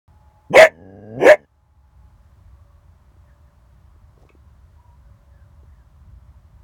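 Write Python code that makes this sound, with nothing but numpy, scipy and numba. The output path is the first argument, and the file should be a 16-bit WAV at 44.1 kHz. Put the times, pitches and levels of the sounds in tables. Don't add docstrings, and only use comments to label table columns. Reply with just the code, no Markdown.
import sys
import numpy as np
from scipy import signal
from scipy.fft import rfft, irfft
from scipy.io import wavfile
from scipy.ndimage import uniform_filter1d, minimum_filter1d
from numba import njit

SR = 44100
rng = np.random.default_rng(int(sys.argv[2]) if len(sys.argv) > 2 else 0)


def generate_wav(sig):
    pcm = np.round(np.clip(np.atleast_2d(sig).T, -1, 1) * 32767).astype(np.int16)
    wavfile.write(sys.argv[1], SR, pcm)


N = 292383
T = np.arange(N) / SR

# f/Hz, level/dB
RUMBLE_SPECTRUM = [(20, -36), (32, -15.5), (48, -2), (70, 4.5), (105, -5), (150, -12.5), (210, -21),
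                   (300, -36.5), (600, -71.5)]
WASH_SPECTRUM = [(150, -13.5), (260, -3.5), (360, -1.5), (480, -11), (590, 1), (720, -5), (1020, 0),
                 (1350, -6.5), (1800, -10.5), (2500, -17), (4500, -17.5), (6300, -19.5), (11000, -25.5),
                 (17000, -22)]
# t/s, level/dB
RUMBLE_LEVELS = [(0, -51), (1.5, -53), (2.1, -48.5), (3.6, -50), (5.2, -48), (6.6, -46)]
# start t/s, end t/s, f/Hz, level/dB
WHINES = [(0, .688, 851, -62.5), (0, 0.574, 657, -74.5), (1.401, 2.304, 846, -68),
          (2.503, 2.899, 572.5, -67.5), (2.5, 2.852, 1130, -69.5), (3.103, 3.801, 584, -71.5),
          (4.769, 4.968, 963, -60), (4.885, 5.694, 570, -70)]
# start t/s, end t/s, first f/Hz, level/dB
WHISTLES = [(3.25, 3.348, 1840, -69), (3.44, 3.528, 1790, -73), (5.01, 5.097, 1610, -74),
            (5.301, 5.51, 1830, -69), (5.674, 5.868, 1958, -72.5)]
# f/Hz, level/dB
STALK_SPECTRUM = [(100, -10), (300, -0.5), (700, -2), (1500, -23), (3000, -23), (6000, -20), (10000, -31),
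                  (17000, -38)]
# t/s, level/dB, f/Hz
BUMPS = [(3.117, -55, 313), (3.166, -53, 338.4), (3.961, -55.5, 353.4), (4.177, -47.5, 426),
         (4.234, -51, 750), (4.251, -47, 380), (4.303, -45.5, 404), (4.351, -44, 320), (5.633, -49, 390)]
# t/s, level/dB
CHAIN_CONTACTS = [(4.291, -49.5), (4.314, -75)]
# f/Hz, width/Hz, level/dB
LINK_MODES = [(1180, 240, -5), (2290, 150, 2), (2550, 110, 0), (3400, 700, -18), (6600, 2000, -28)]
# t/s, f/Hz
PULSE_RATES = [(.495, 115), (.545, 247.5), (.69, 85.4), (.75, 77.6), (.83, 94.5), (.90, 95.9), (1.0, 101.2),
               (1.12, 110), (1.19, 132.5), (1.255, 215.4), (1.365, 80.36), (1.465, 61.1)]
# f/Hz, level/dB
MUZZLE_RESPONSE = [(40, -21.5), (90, 0), (200, -0.5), (280, 0.5), (345, -13), (430, -1), (520, -4),
                   (650, -11.5), (780, -21.5), (900, -35), (1050, -44.5), (2200, -56), (4000, -71),
                   (16000, -76)]
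# f/Hz, width/Hz, level/dB
THROAT_MODES = [(1600, 105, -19), (1990, 120, -35.5), (2760, 170, -36), (4800, 260, -42), (5830, 600, -46),
                (8850, 800, -54)]
# f/Hz, width/Hz, level/dB
SNARL_MODES = [(440, 260, 2.5), (723, 92, -0.5), (937, 220, -6.5), (1695, 300, -13), (2290, 370, -13),
               (2895, 340, -17.5), (4880, 160, -29), (5800, 540, -26.5), (7450, 420, -34.5),
               (9263, 860, -36.5), (11700, 1000, -41), (14500, 3000, -53)]
ROAR_MODES = [(623, 130, 0), (907, 260, -6), (1818, 210, -3), (2126, 280, 1.5), (2460, 330, -9),
              (3200, 570, -20), (4740, 650, -27.5), (5930, 190, -22), (6850, 610, -20.5), (9100, 730, -28),
              (13300, 5600, -36.5)]
# start t/s, attack/s, hold/s, release/s, top f/Hz, tone level/dB, snarl level/dB, roar level/dB,
# starting mouth resonance f/Hz, ratio that raises the snarl resonances
BARKS = [(.523, .056, .052, .068, 645.5, 3.5, 0, 2.5, 2280, 1.07),
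         (1.18, .107, .030, 0.051, 615, 2.5, -4, -3.5, 1619, 1.0)]
# f/Hz, level/dB
MICROPHONE_RESPONSE = [(1000, 0), (2100, -0.5), (3200, -2), (5000, -4), (10000, -2), (17000, -5)]

GROWL_DB, GROWL_FULL_HZ, GROWL_DB_PER_OCTAVE, GROWL_YIELD_DB = -23, 139, 23.5, -13
LIPS_BACK_HZ, LIPS_FORWARD_HZ, LIPS_SETTLE_S = 950, 715.6, .14
FULL_EFFORT_HZ, CLIMB_OCTAVES_PER_S, SAG_HZ = 561.2, 9.2, 40


def undb(db):
    return 10 ** (np.asarray(db) / 20)


def unit(x):
    return x / np.sqrt(np.mean(x ** 2))


def noise():
    return rng.standard_normal(N)


def wander(rate_hz):
    size = max(int(SR / rate_hz), 2)
    return unit(uniform_filter1d(uniform_filter1d(noise(), size), size))


def ramp(start, length):
    return np.clip((T - start) / length, 0, 1)


def edge(x, hz, kind):
    return signal.sosfilt(signal.butter(4, hz, kind, fs=SR, output="sos"), x)


def ring(x, hz, width):
    return signal.lfilter(*signal.iirpeak(hz, hz / width, fs=SR), x + 1e-18)


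def resonate(x, modes, order=2):
    out = 0
    for hz, width, db in modes:
        band = signal.butter(order, [hz - width / 2, hz + width / 2], "band", fs=SR, output="sos")
        out += undb(db) * signal.sosfilt(band, x + 1e-18)
    return out


@njit
def moving_ring(x, hz, width):
    y, band, low = np.empty(len(x)), 0., 0.
    for i in range(len(x)):
        g, damping = np.tan(np.pi * hz[i] / SR), width / hz[i]
        v = (band + g * (x[i] - low)) / (1 + g * (g + damping))
        band, low = 2 * v - band, low + 2 * g * v
        y[i] = damping * v
    return y


def formant(x, hz, width):
    return moving_ring(moving_ring(x, hz, float(width)), hz, float(width))


def colour(x, points, size=4096):
    hz, db = np.transpose(points)
    grid = np.linspace(1, SR / 2, size // 2 + 1)
    gain = undb(np.interp(np.log(grid), np.log(hz), db))
    cepstrum = irfft(np.log(gain))
    cepstrum[1:size // 2] *= 2
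    cepstrum[size // 2 + 1:] = 0
    return signal.fftconvolve(x, irfft(np.exp(rfft(cepstrum))))[:N]


def far_tone(start, end, hz, db, blur):
    swell = np.sqrt(2 * np.abs(np.sin(np.pi * ramp(start, end - start))))
    phase = 2 * np.pi * np.cumsum(hz * (1 + blur * wander(130))) / SR
    flutter = unit(1 + .33 * wander(120))
    return undb(db) * swell * flutter * np.sin(phase)


def far_traffic(wash_db=-64, fall_hz_per_s=2200):
    rumble_db = np.interp(T, *np.transpose(RUMBLE_LEVELS))
    out = unit(colour(noise(), RUMBLE_SPECTRUM)) * undb(rumble_db + wander(9))
    out += unit(colour(noise(), WASH_SPECTRUM)) * undb(wash_db + .22 * wander(7.7))
    for start, end, hz, db in WHINES:
        out += far_tone(start, end, hz, db, blur=.014)
    for start, end, first_hz, db in WHISTLES:
        hz = first_hz - fall_hz_per_s * np.clip(T - start, 0, end - start)
        out += far_tone(start, end, hz, db, blur=.05)
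    return out


def open_ground(x, scatter_db=-29, t60=.12, delay_s=.012):
    t = T[:SR // 2]
    tail = ring(rng.standard_normal(len(t)), hz=1100, width=2200)
    tail *= np.exp(-np.log(1000) * t / t60) * (t > delay_s)
    tail /= np.sqrt(np.sum(tail ** 2))
    return x + undb(scatter_db) * signal.fftconvolve(x, tail)[:N]


def paw_in_grass(middle_s=4.225, spread_s=.06, db=-61, grain_db=5):
    crackle = unit(colour(noise() * undb(grain_db * wander(700)), STALK_SPECTRUM))
    return undb(db) * crackle * np.exp(-((T - middle_s) / spread_s) ** 2)


def ground_bumps(thud_s=.0028, scuff_s=.011):
    out = np.zeros(N)
    for start, db, hz in BUMPS:
        age = np.maximum(T - start, 0)
        thud = -np.sin(2 * np.pi * hz * age) * np.exp(-age / thud_s)
        scuff = unit(ring(noise(), hz, width=hz)) * np.exp(-age / scuff_s) * (age > 0)
        out += undb(db) * (1.76 * thud + .055 * scuff)
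    return out


def chain_clink(decay_s=.014):
    contact = sum(undb(db) * np.exp(-np.abs(T - t) / decay_s) * (T > t) for t, db in CHAIN_CONTACTS)
    return contact * unit(resonate(noise(), LINK_MODES))


def effort(start, attack, hold, release):
    return ramp(start, attack) - ramp(start + attack + hold, release)


def throat_hz():
    return np.interp(T, *np.transpose(PULSE_RATES))


def lip_resonance():
    back = 0
    for start, attack, hold, release, *_ in BARKS:
        since_end = np.maximum(T - (start + attack + hold + release), 0)
        back += ramp(start, attack) * np.exp(-since_end / LIPS_SETTLE_S)
    return LIPS_FORWARD_HZ + (LIPS_BACK_HZ - LIPS_FORWARD_HZ) * back


def growl(attack_s=.016, release_s=.023, lowest_hz=55.3, lips_db=-12, leak_db=-32.5, shut_jaws_hz=334):
    hz = throat_hz()
    cycles = np.maximum.accumulate(np.cumsum(hz) / SR + .03 * wander(110))
    slaps = np.diff(np.floor(cycles), prepend=0) * np.sqrt(SR / hz) * undb(wander(100))
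    leak = unit(np.exp(-(cycles % 1) / .7) * noise())
    lips_hz = lip_resonance()
    muzzle = edge(colour(slaps + .17 * leak, MUZZLE_RESPONSE), lowest_hz, "high")
    muzzle += undb(lips_db) * formant(slaps + .298 * leak, lips_hz, width=130)
    glide = (lips_hz / LIPS_FORWARD_HZ) ** .35
    throat = sum(undb(db) * formant(.5 * slaps + leak, f * glide, width)
                 for f, width, db in THROAT_MODES)
    barking = sum(effort(*row[:4]) for row in BARKS)
    octaves = np.minimum(np.log2(hz / GROWL_FULL_HZ), 0)
    muzzle_db = GROWL_DB + GROWL_DB_PER_OCTAVE * octaves + GROWL_YIELD_DB * barking
    sounding = ramp(PULSE_RATES[0][0], attack_s) - ramp(PULSE_RATES[-1][0] - release_s, release_s)
    sound = (undb(muzzle_db) * muzzle + undb(leak_db) * throat) / np.std(muzzle) * sounding
    parted = ramp(*BARKS[0][:2])
    return parted * sound + (1 - parted) * edge(sound, shut_jaws_hz, "low")


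def fold_tone(hz, opening, jitter=.011, onset_jitter=.06, flutter_db=3.5):
    spread = jitter + onset_jitter * (1 - opening)
    phase = 2 * np.pi * np.cumsum(hz * (1 + spread * wander(300))) / SR
    overtones = undb(-28) * np.sin(2 * phase) + undb(-25) * np.sin(3 * phase)
    return unit(np.sin(phase) + opening * overtones) * undb(flutter_db * wander(370)), phase


def bark(row, unlocked_db=-6, mouth_db=4, mouth_rest_hz=1740):
    start, attack, hold, release, top_hz, tone_db, snarl_db, roar_db, first_mouth_hz, shift = row
    push = effort(start, attack, hold, release)
    octaves = CLIMB_OCTAVES_PER_S * np.clip(T - start - attack, -attack, hold)
    hz = np.minimum(FULL_EFFORT_HZ * 2 ** octaves, top_hz)
    hz -= SAG_HZ * ramp(start + attack + hold, release)
    opening = np.clip((hz - 460) / 110, 0, 1)
    tone, phase = fold_tone(hz, opening)
    tone *= undb(tone_db + unlocked_db * (1 - opening))
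    beat = 2 * np.pi * np.cumsum(throat_hz() * (1 + .2 * wander(160))) / SR
    air = noise() * (1 + .3 * np.cos(beat)) * (1 + .5 * np.cos(phase))
    jaw_modes = [(f * shift, width, db) for f, width, db in SNARL_MODES]
    snarl = unit(resonate(air, jaw_modes, order=3)) * undb(snarl_db) * np.sqrt(1 - opening)
    mouth_hz = first_mouth_hz + (mouth_rest_hz - first_mouth_hz) * ramp(start, attack + hold) ** 2
    mouth = undb(mouth_db) * formant(noise(), mouth_hz, width=230)
    roar = unit(resonate(air, ROAR_MODES) + mouth) * undb(roar_db) * np.sqrt(opening)
    return tone * push ** 2.2 + snarl * push ** 1.8 + roar * push ** 2.6


def scene():
    voice = growl() + sum(bark(row) for row in BARKS)
    return (open_ground(voice) + ground_bumps() + chain_clink() + paw_in_grass() + far_traffic())[None]


def gain_control(x, limit_db=-4, depth_db=-7, hold_s=.34, release_s=.4):
    level_db = 10 * np.log10(np.abs(uniform_filter1d(x ** 2, size=256)) + 1e-12)
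    cut_db = np.clip(limit_db - level_db, depth_db, 0)
    half_hold, half_release = int(hold_s * SR / 2), int(release_s * SR / 2)
    held = minimum_filter1d(cut_db, 2 * half_hold + 1, origin=half_hold, mode="nearest")
    eased = uniform_filter1d(held, 2 * half_release + 1, origin=half_release, mode="nearest")
    return x * undb(np.minimum(held, eased))


def record(dry, start_s=.079, ceiling=.92, top_hz=17250):
    x = gain_control(dry[0] * (T > start_s))
    flattened = x / (1 + (x / ceiling) ** 6) ** (1 / 6)
    top_cut = signal.ellip(10, .1, 70, top_hz, fs=SR, output="sos")
    return signal.sosfilt(top_cut, colour(flattened, MICROPHONE_RESPONSE))[None]


dry = scene()
out = record(dry)
generate_wav(out)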